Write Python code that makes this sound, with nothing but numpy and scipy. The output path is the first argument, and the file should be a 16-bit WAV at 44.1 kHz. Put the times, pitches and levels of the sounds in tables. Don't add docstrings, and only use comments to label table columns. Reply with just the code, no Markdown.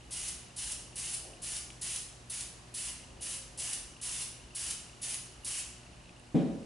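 import sys
import numpy as np
from scipy import signal
from scipy.fft import rfft, irfft, next_fast_len
from scipy.io import wavfile
from scipy.ndimage import map_coordinates

SR = 44100
rng = np.random.default_rng(int(sys.argv[2]) if len(sys.argv) > 2 else 0)


def master_out(mix):
    frames = np.transpose(np.atleast_2d(mix))
    ceiling = np.clip(frames, -1, 1)
    pcm = np.round(ceiling * 32767).astype(np.int16)
    wavfile.write(sys.argv[1], SR, pcm)


N = 293265

# start t/s, surge delay t/s, piston travel t/s, hiss level/dB, spit over hiss level/dB
STROKES = [(.107, 0.025, 0.18, -41.5, 6), (.562, 0.024, 0.16, -41, 9), (.956, 0.034, 0.19, -41, 8.5),
           (1.418, 0.023, 0.15, -41, 8), (1.812, 0.015, 0.15, -40.5, 9), (2.297, 0.0038, .112, -41.5, 12),
           (2.74, .007, 0.15, -41, -10), (3.208, 0.021, 0.14, -41.5, -9), (3.574, 0.029, 0.16, -40, 9),
           (4.013, 0.025, 0.21, -40.5, 4), (4.548, 0.013, .16, -40, 7), (5.015, 0.021, .13, -40.5, 10.5),
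           (5.446, 0.0033, .146, -39.5, -8)]
# f/Hz, relative level/dB
NOZZLE_SPECTRUM = [(500, -61), (2000, -37), (3500, -9.5), (5500, -5.5), (7000, -6), (8500, -1.5),
                   (9800, 3.5), (10500, 3.5), (11000, -3.5)]
# f/Hz, relative level/dB
MIST_SPECTRUM = [(300, -26), (900, -9.5), (1500, -8.5), (1900, -3.5), (2300, -3.5), (2950, 4), (3250, -2),
                 (4000, -6), (5000, -2.5), (6500, 1), (8500, -0.5), (10000, 2.5), (11000, -2)]
# t/s, level/dB, f/Hz, 60 dB decay t/s
CREAKS = [(1.702, -35, 2600, 0.015), (6.057, -45, 2860, 0.013), (6.0916, -45, 2620, 0.017),
          (6.196, -51, 9200, 0.015)]
# t/s, level/dB
LANDING = [(6.3451, -22), (6.355, -13.5)]
# f/Hz, relative level/dB, 60 dB decay t/s
TABLE_MODES = [(176.7, 0, 0.12), (244, 5, 0.091), (280, -16, 0.041), (457, -7, 0.048), (570, -29, 0.026),
               (740, -30, 0.074)]
# f/Hz, relative level/dB, 60 dB decay t/s
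ROOM_MODES = [(142.9, -9, 0.98), (158.4, -2, 0.4), (175.4, 7.5, 0.4), (217, -1.5, 0.68), (227, -4, 0.53),
              (250, -1.5, 0.6), (269.4, -6.5, 0.7), (282, -1.5, 0.53), (308, -8.5, 0.76), (332, -9, 0.88),
              (407, -13.5, 0.8), (440, -13, 0.9), (474, -15.5, 0.71), (495, -15, 0.72), (556, -14, 0.86),
              (590, -17, 1), (684, -29, 0.55), (762, -18, 0.67)]
# f/Hz, relative level/dB
RATTLE_SPECTRUM = [(120, -13), (200, 22.5), (350, 19), (600, 18), (820, 10), (950, 5), (1200, 2),
                   (1600, -1.5), (2200, -1), (3600, -4.5), (5500, -15), (8000, -16), (11000, -29)]
# f/Hz, relative level/dB
RUSTLE_SPECTRUM = [(150, -30), (330, 1), (430, -1), (550, 2), (750, -1), (1100, -22), (3000, -40)]
# f/Hz, relative level/dB
DUCT_SPECTRUM = [(20, -19), (33, -22), (46, 0), (68, -3), (90, -11.5), (130, -10.5), (175, -8),
                 (215, -15.5), (330, -13.5), (450, -18), (700, -18), (1000, -26), (1600, -45)]
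# f/Hz, relative level/dB
AIR_SPECTRUM = [(530, -13.5), (900, -4), (1230, -5.5), (1380, -7.5), (1500, -6.5), (2310, -9), (2510, -6.5),
                (2820, -10), (4290, -10.5), (5810, -12), (11000, -16.5), (14300, -58), (22000, -120)]
# t/s, level/dB
FAN_LEVELS = [(0, -69), (1.15, -62), (2.4, -79), (3.1, -65), (4.4, -65), (5.95, -64.5), (6.25, -70),
              (6.65, -73)]
# f/Hz, rms level/dB
HUM_PARTIALS = [(59.8, -66), (120, -61.5), (240, -69.5), (360, -72.5), (600, -76), (720, -76.5)]
# f/Hz, left-right likeness (1 = identical)
AIR_LIKENESS = [(50, 1), (250, 0.77), (600, 0.3), (1500, 0.11), (3000, 0.43), (10000, 0.76)]
# f/Hz, left-right likeness
ROOM_LIKENESS = [(150, 1), (400, 0.95), (1000, 0.55), (2500, 0.6), (5000, 0.61), (9500, 0.73)]
# f/Hz, 60 dB decay t/s
ROOM_DECAY = [(150, 0.97), (800, 0.94), (3000, 0.63), (6000, 0.66), (10500, 0.44)]


def spray(mist_db=-2, surge_db=3, droop_db_per_s=-1, flutter_db=1.1):
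    open_s, fill_s, surge_s = 0.0015, 0.014, 0.017
    drain_s, shut_s = 0.0063, 0.016
    t, jet, cone = clock(), np.zeros(N), np.zeros(N)
    for start, surge_delay, travel, db, spit_db in STROKES:
        age = t - start
        valve = 1 - rise(age - travel - drain_s, shut_s)
        pressure = amp(droop_db_per_s * np.clip(age, 0, travel)) * valve
        surge = amp(surge_db) * bump(age - surge_delay, surge_s)
        spit_s = 0.0052 * (travel / 0.15) ** 4.4
        spit = amp(spit_db) * bump(age - travel, spit_s)
        jet += amp(db) * rise(age, open_s) * np.hypot(pressure, surge + spit)
        cone += amp(db + mist_db) * rise(age, fill_s) * pressure
    hiss = jet * noise(NOZZLE_SPECTRUM) + cone * noise(MIST_SPECTRUM)
    return hiss * amp(flutter_db * wobble(120))


def table_thump(contact_s=0.0032, radiate_hz=135):
    out = np.zeros(N)
    for start, db in LANDING:
        age = clock() - start
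        boom = sum(amp(level) * fade(age, t60) * np.sin(2 * np.pi * hz * age)
                   for hz, level, t60 in TABLE_MODES)
        out += amp(db) * rise(age, contact_s) * boom
    return signal.sosfilt(signal.butter(4, radiate_hz, "highpass", fs=SR, output="sos"), out)


def standing_waves(level_db=-26.5, build_s=0.0048, offset_rad=0.37):
    age, out = clock() - LANDING[0][0], np.zeros((2, N))
    for hz, db, t60 in ROOM_MODES:
        phase = offset_rad * rng.choice([-1, 1]) * np.array([[1], [-1]])
        envelope = amp(level_db + db) * rise(age, build_s) * fade(age, t60)
        out += envelope * np.sin(2 * np.pi * hz * age + phase)
    return out


def rattle(level_db=-34, attack_s=0.0078, t60=0.38):
    age = clock() - LANDING[0][0]
    return amp(level_db) * rise(age, attack_s) * fade(age, t60) * noise(RATTLE_SPECTRUM)


def grip_creaks(relative_width=0.18):
    t, out = clock(), np.zeros(N)
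    for start, db, hz, t60 in CREAKS:
        resonance = lambda f: 1 / np.hypot(1, (f / hz - hz / (f + 1)) / relative_width)
        ring = unit(filtered(rng.standard_normal(N), resonance))
        out += amp(db) * ring * rise(t - start, 0.0012) * fade(t - start, t60)
    return out


def room(x, wet_db, gap_s=0.0005, build_s=0.0042):
    hz, t, bands = signal.stft(rng.standard_normal((2, SR)), SR, nperseg=256)
    tail = signal.istft(bands * fade(t, along(ROOM_DECAY, hz)[:, None]), SR, nperseg=256)[1]
    tail = spread(tail, ROOM_LIKENESS) * rise(np.arange(tail.shape[1]) / SR - gap_s, build_s)
    tail /= np.linalg.norm(tail[0])
    return x + amp(wet_db) * signal.fftconvolve(x[None], tail, axes=1)[:, :len(x)]


def shifting_reflections(x, wet_db):
    out = np.zeros((2, N + SR))
    edges = [0] + [round((stroke[0] - 0.01) * SR) for stroke in STROKES[1:]] + [N]
    for a, b in zip(edges, edges[1:]):
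        out[:, a:b + SR] += room(np.pad(x[a:b], (0, SR)), wet_db)
    return out[:, :N]


def rustle(at_s=1.265, length_s=0.11, level_db=-59):
    return amp(level_db) * bump(clock() - at_s, length_s) * noise(RUSTLE_SPECTRUM)


def ventilation(rumble_db=-56, air_db=-59):
    rumble = coloured(spread(rng.standard_normal((2, N)), AIR_LIKENESS), DUCT_SPECTRUM)
    air = coloured(spread(rng.standard_normal((2, N)), AIR_LIKENESS), AIR_SPECTRUM)
    return rumble * amp(rumble_db + 0.66 * wobble(5)) + air * amp(air_db + 0.33 * wobble(2.444))


def mains_hum():
    out = np.zeros(N)
    for hz, db in HUM_PARTIALS:
        peak = np.sqrt(2) * amp(db + 0.79 * wobble(3.05))
        out += peak * np.sin(2 * np.pi * hz * clock() + 0.56 * wobble(2.985))
    return out


def fan_bearing(turns_per_s=30, low_hz=2480, high_hz=2990, glide_s=0.0045, t60=0.042, width_hz=130):
    turns = clock() * turns_per_s + 0.12 * wobble(12)
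    age = (turns % 1) / turns_per_s
    pitch = high_hz + (low_hz - high_hz) * np.exp(-age / glide_s)
    phase = 2 * np.pi * np.cumsum(pitch) / SR
    roughness = filtered(rng.standard_normal((2, N)), lambda hz: 1 / (1 + (hz / width_hz) ** 2))
    rasp = roughness[0] * np.cos(phase) + roughness[1] * np.sin(phase)
    rub = 0.12 + rise(age, 0.0025) * fade(age, t60) * amp(wobble(30))
    level_db = np.interp(clock(), *np.transpose(FAN_LEVELS))
    return amp(level_db) * unit(rub * rasp)


def faint_tone(at_s=3.4, length_s=0.58, pitch_hz=537, level_db=-68):
    tone = np.sqrt(2) * np.sin(2 * np.pi * pitch_hz * clock() + 0.24 * wobble(4.7))
    return amp(level_db) * bump(clock() - at_s, length_s) * tone


def amp(db):
    return 10 ** (np.asarray(db) / 20)


def unit(x):
    return x / np.sqrt(np.mean(x ** 2) + 1e-20)


def clock():
    return np.arange(N) / SR


def rise(t, attack):
    return 1 - np.exp(-np.maximum(t, 0) / attack)


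def fade(t, t60):
    return amp(-60 * np.maximum(t, 0) / t60)


def bump(t, length):
    return np.exp(-2 * (t / length) ** 2)


def wobble(rate):
    return map_coordinates(rng.standard_normal(int(N * rate / SR) + 4), [clock() * rate])


def along(points, hz):
    f, values = np.transpose(points)
    return np.interp(np.log(hz + 1), np.log(f + 1), values)


def filtered(x, response):
    n = x.shape[-1]
    padded = next_fast_len(n + SR // 4)
    return irfft(rfft(x, padded) * response(np.fft.rfftfreq(padded, 1 / SR)), padded)[..., :n]


def coloured(x, spectrum):
    return unit(filtered(x, lambda hz: amp(along(spectrum, hz))))


def noise(spectrum):
    return coloured(rng.standard_normal(N), spectrum)


def spread(pair, likeness):
    turn = lambda hz: np.arccos(np.clip(along(likeness, hz), -1, 1)) / 2
    mid, side = filtered(pair, lambda hz: np.array([np.cos(turn(hz)), np.sin(turn(hz))]))
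    return np.array([mid + side, mid - side])


def scene():
    bottle = shifting_reflections(spray(), wet_db=0) * amp([[-0.05], [0.05]])
    contacts = room(grip_creaks() + table_thump(), wet_db=-8.5)
    stirrings = room(rattle() + rustle(), wet_db=-1.5)
    room_tone = ventilation() + mains_hum() + fan_bearing() + faint_tone()
    return bottle + contacts + stirrings + standing_waves() + room_tone


def record(dry, top_hz=11060):
    return filtered(dry, lambda hz: hz < top_hz)


dry = scene()
out = record(dry)
master_out(out)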